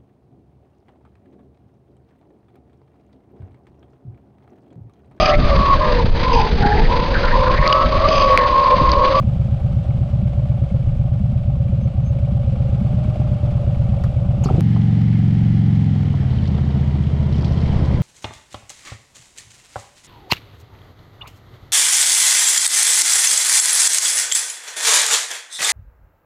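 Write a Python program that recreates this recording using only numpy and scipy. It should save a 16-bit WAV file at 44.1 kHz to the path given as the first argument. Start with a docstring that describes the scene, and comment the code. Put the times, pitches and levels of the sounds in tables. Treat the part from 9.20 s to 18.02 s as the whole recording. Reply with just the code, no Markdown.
"""A V-twin motorcycle, heard from the rider's seat, rolls up to a crossing at a loping idle.
Gas pulses ring its pipes over valve clatter and a whining chain; a brake squeaks twice.
The throttle opens with a hiss and a few barks, then the note jumps with a click to a steady pull.
The revs sink into a higher, singing gear while wind, road noise and small rattles grow."""
import sys
import numpy as np
from scipy.fft import rfft, irfft, next_fast_len
from scipy.io import wavfile
from scipy.ndimage import uniform_filter1d, map_coordinates

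SR = 44100
rng = np.random.default_rng(int(sys.argv[2]) if len(sys.argv) > 2 else 0)


def wav_out(sig):
    """Save sig, one row per channel (or a flat mono array), as 16-bit PCM at SR to the path in sys.argv[1]."""
    wavfile.write(sys.argv[1], SR, np.round(np.clip(np.atleast_2d(sig).T, -1, 1) * 32767).astype(np.int16))


N = 388962
TIME = np.arange(N) / SR
OPEN_S, JUMP_S = 5.235, 5.408  # the throttle opens; the note jumps from idle to pull


def amp(db):
    """Decibels to gain."""
    return 10 ** (np.asarray(db) / 20)


def unit(x):
    """Scale to rms 1."""
    return x / np.sqrt(np.mean(x ** 2) + 1e-20)


def curves(rows):
    """One value per sample for each column after the time."""
    times, *columns = np.transpose(rows)
    return [np.interp(TIME, times, column) for column in columns]


def ramp(start, length):
    """Rises from 0 to 1 in length seconds."""
    return np.clip((TIME - start) / length, 0, 1)


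def swell(peak_s, half_s):
    """A bell-shaped fade in and out."""
    return np.exp(-.5 * ((TIME - peak_s) / half_s) ** 2)


def speeding():
    """Rises from 0 to 1 as the bike gathers speed in the higher gear."""
    return ramp(7.95, .58)


def wobble(rate):
    """A smooth random curve, rate knots a second."""
    return map_coordinates(rng.standard_normal(int(N * rate / SR) + 4), [TIME * rate])


def filtered(x, response):
    """x through a complex frequency response."""
    size = next_fast_len(len(x) + SR // 4)
    return irfft(rfft(x, size) * response(np.fft.rfftfreq(size, 1 / SR)), size)[:len(x)]


def noise(spectrum):
    """Noise of rms 1 coloured by (Hz, dB) points."""
    freqs, db = np.transpose(spectrum)
    colour = lambda hz: amp(np.interp(np.log(hz + 1), np.log(freqs), db))
    return unit(filtered(rng.standard_normal(N), colour))


def band(centre, octaves, size=N):
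    """Noise of rms 1 in a bell-shaped band around centre Hz."""
    bell = lambda hz: np.exp(-.5 * (np.log2((hz + 1) / centre) / octaves) ** 2)
    return unit(filtered(rng.standard_normal(size), bell))


def knocks(rows, octaves, t60):
    """Short ringing bursts, each around its own centre frequency."""
    out, t = np.zeros(N + SR), np.arange(SR // 4) / SR
    attack = 1 - np.exp(-t / .0008)
    for start, db, hz in rows:
        out[round(start * SR):][:len(t)] += amp(db - 60 * t / t60) * attack * band(hz, octaves, len(t))
    return out[:N]


def cycles(rpm):
    """Engine cycles run so far: one for every two turns of the crank."""
    return np.cumsum(np.interp(TIME, *np.transpose(rpm), left=0)) / (120 * SR)


def pulses(cycle, place, rise, scatter_db, jitter):
    """One pulse a cycle, quick to rise and slower to fall, each with its own size and timing."""
    count = np.floor(cycle - place + rise).astype(int) + 2
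    size, late = rng.standard_normal((count.max() + 1, 2)).T
    age = np.maximum((cycle - place + 2 - count - jitter * late[count]) / rise, 0)
    return amp(scatter_db * size[count]) * age * np.exp(1 - age)


def gas_flow(cycle, strokes, jitter):
    """Gas flow of both cylinders; the pulses that vary most in size also wander most in time."""
    return sum(push * pulses(cycle, place, rise, scatter, jitter * scatter)
               for place, push, rise, scatter in strokes)


def slow_level(x, size):
    """Running rms, smoothed twice over size samples."""
    power = uniform_filter1d(uniform_filter1d(x ** 2, size), size)
    return np.sqrt(np.abs(power) + 1e-6)


def exhaust(flow, pipes, lag, squeeze):
    """Gas pulses ring the pipes at a held level, higher notes leaving later by lag s per 100 Hz."""
    ring = lambda f: sum(gain * 1j * f * width / (hz * hz - f * f + 1j * f * width)
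                         for hz, width, gain in pipes)
    sweep = lambda f: np.exp(-1j * np.pi * lag * np.minimum(f, 600) ** 2 / 100)
    boom = filtered(flow, lambda f: ring(f) * sweep(f))
    # the strongest pulses are squeezed down, which evens out the throb
    surge = slow_level(boom, 400) / slow_level(boom, 11000)
    boom = boom / (1 + (surge / 1.2) ** 4) ** squeeze
    return boom / slow_level(boom, 11000)


def burble(cycle, place, hz, steady):
    """Turbulent gas flutters in the pipe, most strongly once a cycle."""
    return unit(band(hz, .17) * (steady + pulses(cycle, place, rise=.07, scatter_db=2, jitter=.01)))


def clatter(cycle, spectrum, depth, rise, patchy_db):
    """Metal noise that swells as the valves of each cylinder work."""
    first, second = (pulses(cycle, place, rise, scatter_db=1.7, jitter=.004) for place in (.71, .2))
    return unit(noise(spectrum) * (1 + depth * (first + .7 * second)) * amp(patchy_db * wobble(170)))


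def sharp_ticks(cycle):
    """Envelope of the sharp injector ticks, one per cylinder."""
    return sum(pulses(cycle, place, rise=.016, scatter_db=.8, jitter=.01) for place in (.725, .22))


# The wandering idle. Each row: time in seconds, crank speed in rpm.
IDLE_RPM = [(0, 961), (1.29, 996), (1.54, 938), (2.08, 1014), (2.54, 940), (3.14, 986), (3.34, 935),
            (3.89, 1049), (4.51, 977)]
# One fader that burble, chuffs and clatter each follow in part. Each row: time in seconds, swing in dB.
MECHANICAL_SWING = [(0, 0), (1.3, -2), (2.2, -6.5), (2.75, -4.5), (3.1, -1.5), (3.9, 6), (5.2, 1.5)]

def idle():
    """The twin lopes on an unevenly turning crank, with chuffs, clatter and chain whine."""
    cycle = cycles(IDLE_RPM) + .003 * wobble(12)
    swing_db, = curves(MECHANICAL_SWING)
    opened = ramp(OPEN_S, .019)
    gas = idle_beat(cycle, swing_db, opened) + chuffs(cycle, swing_db)
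    return gas + idle_clatter(cycle, swing_db, opened) + (1 - opened) * chain(cycle)


# Two exhaust blows, then the intake swings. Each row: place in the cycle from 0 to 1, push,
# rise in cycles, scatter in dB.
IDLE_STROKES = [(.486, 1.85, .0115, .5), (.918, .95, .008, 1.8), (.275, 1.2, .0424, .6),
                (.245, .8, .0405, .6), (.84, .85, .033, 1.3)]
# Pipe and airbox resonances at idle. Each row: pitch in Hz, width in Hz, signed gain.
IDLE_RESONANCES = [(65.1, 18.4, 0.53), (123.8, 24.7, -1.42), (156, 28, 1.195), (163.1, 15, -1.45),
                   (190.7, 23, -0.17)]
# Weak firings leave gaps in the beat. Each row: time in seconds, dip in dB.
WEAK_FIRINGS = [(.395, -10), (.645, -7), (.885, -5), (1.13, -4), (1.495, -7), (2.22, -5), (2.73, -8),
                (3.955, -9), (4.19, -9), (4.92, -4)]

def idle_beat(cycle, swing_db, opened):
    """Soft gas pulses boom in the pipes and sag at each weak firing."""
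    flow = filtered(gas_flow(cycle, IDLE_STROKES, jitter=.0038), lambda hz: 1 / (1 + (hz / 330) ** 6))
    # the engine is already running, so the pipes ring from one cycle earlier
    lead_in = flow[:round(120 * SR / IDLE_RPM[0][1])]
    boom = exhaust(np.r_[lead_in, flow], IDLE_RESONANCES, lag=.0083, squeeze=.15)[-N:]
    flutter = amp(-13.5 + .28 * swing_db) * burble(cycle, place=.26, hz=190.1, steady=.44)
    sag_db = sum(db * swell(time, half_s=.014) for time, db in WEAK_FIRINGS)
    return amp(-16.5 - .5 * opened + sag_db) * (boom + flutter)


# The breath in the beat. Each row: place in the cycle from 0 to 1, strength.
CHUFF_STROKES = [(.005, .55), (.295, .55), (.54, 1)]

def chuffs(cycle, swing_db):
    """Gas chuffs out with each stroke."""
    puffs = sum(strength * pulses(cycle, place, rise=.025, scatter_db=2, jitter=.006)
                for place, strength in CHUFF_STROKES)
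    return amp(-44.5 + .5 * swing_db) * unit(puffs * band(266, .29))


# Tone of the hollow casing, bright metal and ticks. Each row: frequency in Hz, relative level in dB.
CASING_TONE = [(200, -29), (300, -4), (420, -13), (520, -2), (670, -3.5), (785, -2.5), (920, -16.5),
               (1150, -13.5), (1400, -18), (1700, -40), (3000, -61)]
IDLE_METAL_TONE = [(880, -21), (1500, -1), (1730, -5), (2750, -2), (3120, -3), (4290, -11), (4630, -11.5),
                   (5840, -17), (6360, -18.5), (6680, -18.5), (8410, -20.5), (9450, -28.5), (10200, -28),
                   (12600, -38), (15000, -48.5)]
TICK_TONE = [(2000, -59), (7000, -19), (9300, -19), (10200, 3), (11000, -15.5), (12200, -5.5), (15000, -42)]
# The ticks come earlier as the bike rolls on. Each row: time in seconds, advance in cycles.
TICK_ADVANCE = [(4, 0), (4.85, .11), (5.2, .06)]

def idle_clatter(cycle, swing_db, opened):
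    """Valves shake the casing and injectors tick, all louder once the throttle opens."""
    casing = amp(-41.5) * clatter(cycle, CASING_TONE, depth=.6, rise=.04, patchy_db=1.5)
    metal = amp(-53.5) * clatter(cycle, IDLE_METAL_TONE, depth=.21, rise=.044, patchy_db=1.26)
    advance, = curves(TICK_ADVANCE)
    ticking = sharp_ticks(cycle + advance)
    ticks = amp(-83) * unit(ticking * noise(TICK_TONE))
    ring = amp(-65) * unit(ticking * band(2270, .044))
    bright = amp(.37 * swing_db + 5.5 * opened) * (metal + ticks + ring)
    return amp(.5 * swing_db + 4.5 * opened) * casing + bright


# The primary chain's fader. Each row: time in seconds, level in dB.
CHAIN_LEVEL = [(0, -41.5), (1.55, -39), (2, -45), (2.4, -40), (2.67, -39), (2.8, -47.5), (3, -38),
               (3.5, -38), (3.9, -38.5), (4.4, -36), (4.7, -39.5), (5.2, -38)]
# Its snatches. Each row: place in the cycle from 0 to 1, strength.
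CHAIN_SNATCHES = [(.085, .85), (.275, .85), (.5, .3), (.6, 1.1), (.725, .65), (.975, .9)]

def chain(cycle):
    """The chain whines at its tooth rate in sagging snatches, which run together as the revs rise."""
    teeth, slack_rpm, taut_rpm = 35, 960, 1060
    snatch_cycles, wander_rad, sag_rad = .039, .75, .33
    phase = 2 * np.pi * 2 * teeth * cycle
    rpm, = curves(IDLE_RPM)
    taut = np.clip((rpm - slack_rpm) / (taut_rpm - slack_rpm), 0, 1)
    whine = .4 * taut * np.sin(phase + wander_rad * wobble(7))
    for place, strength in CHAIN_SNATCHES:
        offset = ((cycle - place + .5) % 1 - .5) / snatch_cycles
        pull = (1 - .5 * taut) * strength * np.exp(-.5 * offset ** 2) * amp(1.9 * wobble(8.3))
        whine += pull * np.sin(phase + wander_rad * wobble(9) - sag_rad * offset ** 2)
    level_db, = curves(CHAIN_LEVEL)
    return amp(level_db) * unit(whine)


# The wind's rumble. 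Each row: frequency in Hz, relative level in dB.
WIND_TONE = [(6, -16.5), (15, 0), (30, -13), (60, 0.5), (200, -36), (500, -93)]
# Single gusts. Each row: peak time in seconds, level in dB.
WIND_GUSTS = [(1.76, -21.5), (2.26, -27.5), (6.329, -33)]

def wind():
    """Low buffeting behind the fairing: a few gusts, and more of it with speed."""
    level_db = np.where(TIME < JUMP_S, -32, -36 + 15.5 * speeding())
    buffeting = unit(noise(WIND_TONE) * amp(1.1 * wobble(3.1)))
    gusts = sum(amp(db) * swell(peak, half_s=.073) for peak, db in WIND_GUSTS)
    return amp(level_db) * buffeting + gusts * band(26, .21)


# Two thin squeaks. Each row: peak time in seconds, level in dB, pitch in Hz, half length in seconds.
BRAKE_SQUEAKS = [(2.638, -60, 6170, .018), (2.875, -55, 6340, .022)]

def brake():
    """The disc sings briefly on one slightly rising tone."""
    out = np.zeros(N)
    for peak, db, hz, half_s in BRAKE_SQUEAKS:
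        pitch = hz * (1 + .006 * np.tanh((TIME - peak) / half_s) + .002 * wobble(94))
        out += amp(db) * swell(peak, half_s) * np.sin(2 * np.pi * np.cumsum(pitch) / SR)
    return out


# Dull clunks and bright ticks. Each row: start in seconds, level in dB, centre in Hz.
GEARBOX_CLUNKS = [(4.837, -31, 1050), (5.237, -37, 1000), (5.288, -33, 935), (5.562, -29.5, 700),
                  (6.877, -35, 600), (6.939, -32, 696), (7.129, -33, 650), (7.384, -30, 735),
                  (8.231, -28, 700)]
LEVER_TICKS = [(4.837, -42, 4400), (4.838, -52, 9600), (7.275, -36.5, 3600), (7.868, -37.5, 2570),
               (8.245, -33, 3430), (8.655, -43, 4400)]

def gearbox_and_levers():
    """The gearbox and driveline clunk; levers and fittings tick."""
    return knocks(GEARBOX_CLUNKS, octaves=.6, t60=.044) + knocks(LEVER_TICKS, octaves=.48, t60=.041)


# Layers of one short hiss. Each row: start in seconds, level in dB, centre in Hz, rise in seconds.
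THROTTLE_HISS = [(5.236, -40, 6700, .005), (5.244, -41, 4700, .008), (5.236, -39, 2700, .004),
                 (5.236, -52, 10800, .005)]

def throttle():
    """Air hisses past the opening throttle plate."""
    out, t = np.zeros(N + SR), np.arange(SR // 4) / SR
    for start, db, hz, rise in THROTTLE_HISS:
        envelope = t / rise * np.exp(1 - t / rise)
        out[round(start * SR):][:len(t)] += amp(db) * envelope * band(hz, .17, len(t))
    return out[:N]


# Nasal honks. Each row: start in seconds, level in dB, centre in Hz.
AIRBOX_GULPS = [(5.236, -26, 785), (5.259, -29, 790), (5.259, -29.5, 1180), (5.286, -24, 1230),
                (5.290, -33, 740), (5.301, -19, 745), (5.341, -36, 1220)]

def airbox():
    """The airbox honks as the engine gulps air."""
    return knocks(AIRBOX_GULPS, octaves=.13, t60=.05)


# Single hard firings. Each row: start in seconds, level in dB.
HARD_FIRINGS = [(5.2574, -5), (5.309, -4), (5.341, -9.5), (5.3822, -3)]

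def barks():
    """The first firings on the open throttle: each a thump of the pipe under a short rasp."""
    thump_hz, rise_s, rasp_t60 = 139, .0023, .086
    out, t = np.zeros(N + SR), np.arange(SR // 4) / SR
    thump = t / rise_s * np.exp(1 - t / rise_s) * np.sin(2 * np.pi * thump_hz * t)
    attack = 1 - np.exp(-t / .001)
    for start, db in HARD_FIRINGS:
        rasp = amp(-12.5 - 60 * t / rasp_t60) * attack * band(259, .6, len(t))
        out[round(start * SR):][:len(t)] += amp(db) * (thump + rasp)
    return out[:N]


def click():
    """One sharp click where the note jumps."""
    return amp(-14.5) * (TIME >= JUMP_S) * np.exp(-np.abs(TIME - JUMP_S) / .0002)


# The revs hold, then sink into the higher gear. Each row: time in seconds, crank speed in rpm.
RIDE_RPM = [(5.41, 2658), (5.53, 2721), (6.5, 2686), (6.9, 2457), (7.3, 1938), (7.55, 1772), (7.8, 1898),
            (8, 1857), (8.25, 1944)]
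# Tone of the rasp under load and the bright clatter. Each row: frequency in Hz, relative level in dB.
RASP_TONE = [(190, -30), (295, -3.5), (387, -10), (524, -15), (549, -14.5), (692, -16.5), (719, -11),
             (789, -9.5), (1180, -37.5), (1600, -27), (2080, -39.5), (3520, -120)]
RIDE_METAL_TONE = [(820, -5.5), (1400, -1), (1520, -6.5), (1940, 1), (2590, -5.5), (3160, -1.5), (3520, -7),
                   (5190, -14), (6520, -20.5), (9040, -27.5), (9690, -32.5), (10500, -35.5), (11800, -41.5),
                   (15000, -52)]

def ride():
    """A steady, rasping pull eases to a light cruise; the road comes up and a gear sings."""
    pull_load, cruise_load = .94, .062
    start, start_rpm = RIDE_RPM[0]
    cycle = cycles(RIDE_RPM) + np.minimum(TIME - start, 0) * start_rpm / 120  # turning as it fades in
    cycle -= np.floor(cycle[0])
    eased = ramp(6.55, .71)
    load = pull_load + (cruise_load - pull_load) * eased
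    boom = ride_beat(cycle, load)
    rasp = amp(-40) * np.sqrt(load) * clatter(cycle, RASP_TONE, depth=.89, rise=.013, patchy_db=1)
    roar = eased * road()
    metal = clatter(cycle, RIDE_METAL_TONE, depth=.65, rise=.012, patchy_db=1)
    metal *= amp(-46 + 2.5 * speeding())
    whine = gear(cycle)
    ticks = amp(-84) * unit((.3 + sharp_ticks(cycle)) * band(10170, .012))
    return boom + rasp + load * covers(cycle) + roar + metal + whine + ticks


# Exhaust blows, then intake swings, on and off load. Each row: place in the cycle from 0 to 1, push,
# rise in cycles, scatter in dB.
PULL_STROKES = [(.093, 2.105, .015, .3), (.508, 1.071, .026, .4), (.443, -.959, .073, .4),
                (.055, -1.089, .035, .4)]
CRUISE_STROKES = [(.152, 1.031, .013, .5), (.595, 1, .004, 1), (.37, .8, .004, 1), (.844, -.3, .079, 1)]
# Pipe and airbox resonances on the ride. Each row: pitch in Hz, width in Hz, signed gain.
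RIDE_RESONANCES = [(35, 14, .16), (69.9, 15.5, -1.15), (126, 14, 3.2), (205.6, 44, -1.15),
                   (218.4, 21.6, 1.05), (261, 14, -.16)]

def ride_beat(cycle, load):
    """Under load the gas pulses are strong and even; as it eases they turn ragged."""
    flow = load * gas_flow(cycle, PULL_STROKES, jitter=.0034)
    flow += (1 - load) * gas_flow(cycle, CRUISE_STROKES, jitter=.0038)
    boom = exhaust(flow, RIDE_RESONANCES, lag=0, squeeze=.16)
    flutter = amp(-10.5) * (1 - load) * burble(cycle, place=.64, hz=194.5, steady=.64)
    throb = 1 + .14 * (1 - load) * np.cos(2 * np.pi * (cycle - .11))  # off load one beat stands out
    return amp(-16.5 + 3.5 * load ** 2) * throb * (boom + flutter)


# The whir of the engine covers. Each row: pitch in Hz, level at full load in dB.
COVER_RINGS = [(1707, -62.5), (2000, -63.5), (2140, -62.5), (3080, -67.5)]

def covers(cycle):
    """The engine covers ring in narrow bands, shaken by each stroke; one swells during the pull."""
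    rings = sum(amp(db) * band(hz, .016) for hz, db in COVER_RINGS)
    rings += amp(-53) * swell(5.92, half_s=.12) * band(2180, .05)
    shakes = sum(pulses(cycle, place, rise=.05, scatter_db=2, jitter=.01) for place in (.33, .6, .74))
    return rings * unit(.3 + shakes)


# The road's dull roar. Each row: frequency in Hz, relative level in dB.
ROAD_TONE = [(160, -40.5), (280, -2), (315, -4.5), (540, -9.5), (589, -9.5), (707, -11.5), (1030, -18.5),
             (1600, -29), (2080, -56), (3520, -120)]

def road():
    """The road roars with a rough grain, louder with speed."""
    roar = unit(noise(ROAD_TONE) * amp(.81 * wobble(12) + 1.3 * wobble(90)))
    return amp(-36 + 5 * speeding()) * roar


# Bumps in the road. Each row: start in seconds, rattle level in dB, centre in Hz.
FAIRING_BUMPS = [(6.93, -51.5, 1710), (7.07, -52.5, 3580), (8.09, -51, 4380), (8.38, -48, 2000)]

def fairing():
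    """Each bump sets the fairing rattling in small, uneven contacts that slowly settle."""
    contacts_per_s, scatter_db, decay_s, fade_db_per_s = 380, 2.5, .001, 12.5
    out = np.zeros(N)
    for start, db, hz in FAIRING_BUMPS:
        contacts = (rng.random(N) < contacts_per_s / SR) * amp(scatter_db * rng.standard_normal(N))
        chatter = filtered(contacts, lambda f: 1 / (1 + 2j * np.pi * f * decay_s) ** 2)
        level = amp(db - fade_db_per_s * np.maximum(TIME - start, 0)) * ramp(start, .043)
        out += level * unit(chatter * band(hz, .29))
    return out


# Small, bright pings. Each row: start in seconds, level in dB, centre in Hz.
FITTING_PINGS = [(7.184, -37, 3020), (7.502, -40, 3070), (8.015, -49, 3070), (8.143, -41, 3080),
                 (8.243, -42, 3330), (8.376, -38, 3200), (8.451, -43, 3200), (8.516, -43, 3030)]

def loose_fitting():
    """A loose fitting pings on the rough road."""
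    return knocks(FITTING_PINGS, octaves=.054, t60=.042)


def gear(cycle):
    """The higher gear takes up the drive and sings."""
    teeth_per_cycle = 62
    level = amp(-49.5 + wobble(9.6)) * ramp(7.3, .25)
    return level * np.sin(2 * np.pi * teeth_per_cycle * cycle + .5 * wobble(25))


# Body and sheen of the rush. Each row: centre in Hz, level in dB.
RUSH_BANDS = [(780, -49), (3800, -53.5)]

def rush():
    """A smooth rush of air and tyres swells as the bike runs past parked cars."""
    return swell(8.55, half_s=.15) * sum(amp(db) * band(hz, .36) for hz, db in RUSH_BANDS)


def scene():
    """Idle, then the ride, with the small sounds on top."""
    riding = ramp(JUMP_S - .002, .004)
    engine = (1 - riding) * (idle() + barks()) + riding * ride() + airbox()
    hits = gearbox_and_levers() + click() + loose_fitting() + fairing()
    return (engine + hits + throttle() + brake() + wind() + rush())[None]


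def record(dry):
    """Rounds off the highest peaks and cuts the very top of the treble."""
    ceiling, top_hz = .68, 15700
    soft = dry[0] / (1 + np.abs(dry[0] / ceiling) ** 8) ** (1 / 8)
    return filtered(soft, lambda hz: 1 / (1 + (hz / top_hz) ** 80))[None]


dry = scene()
out = record(dry)
wav_out(out)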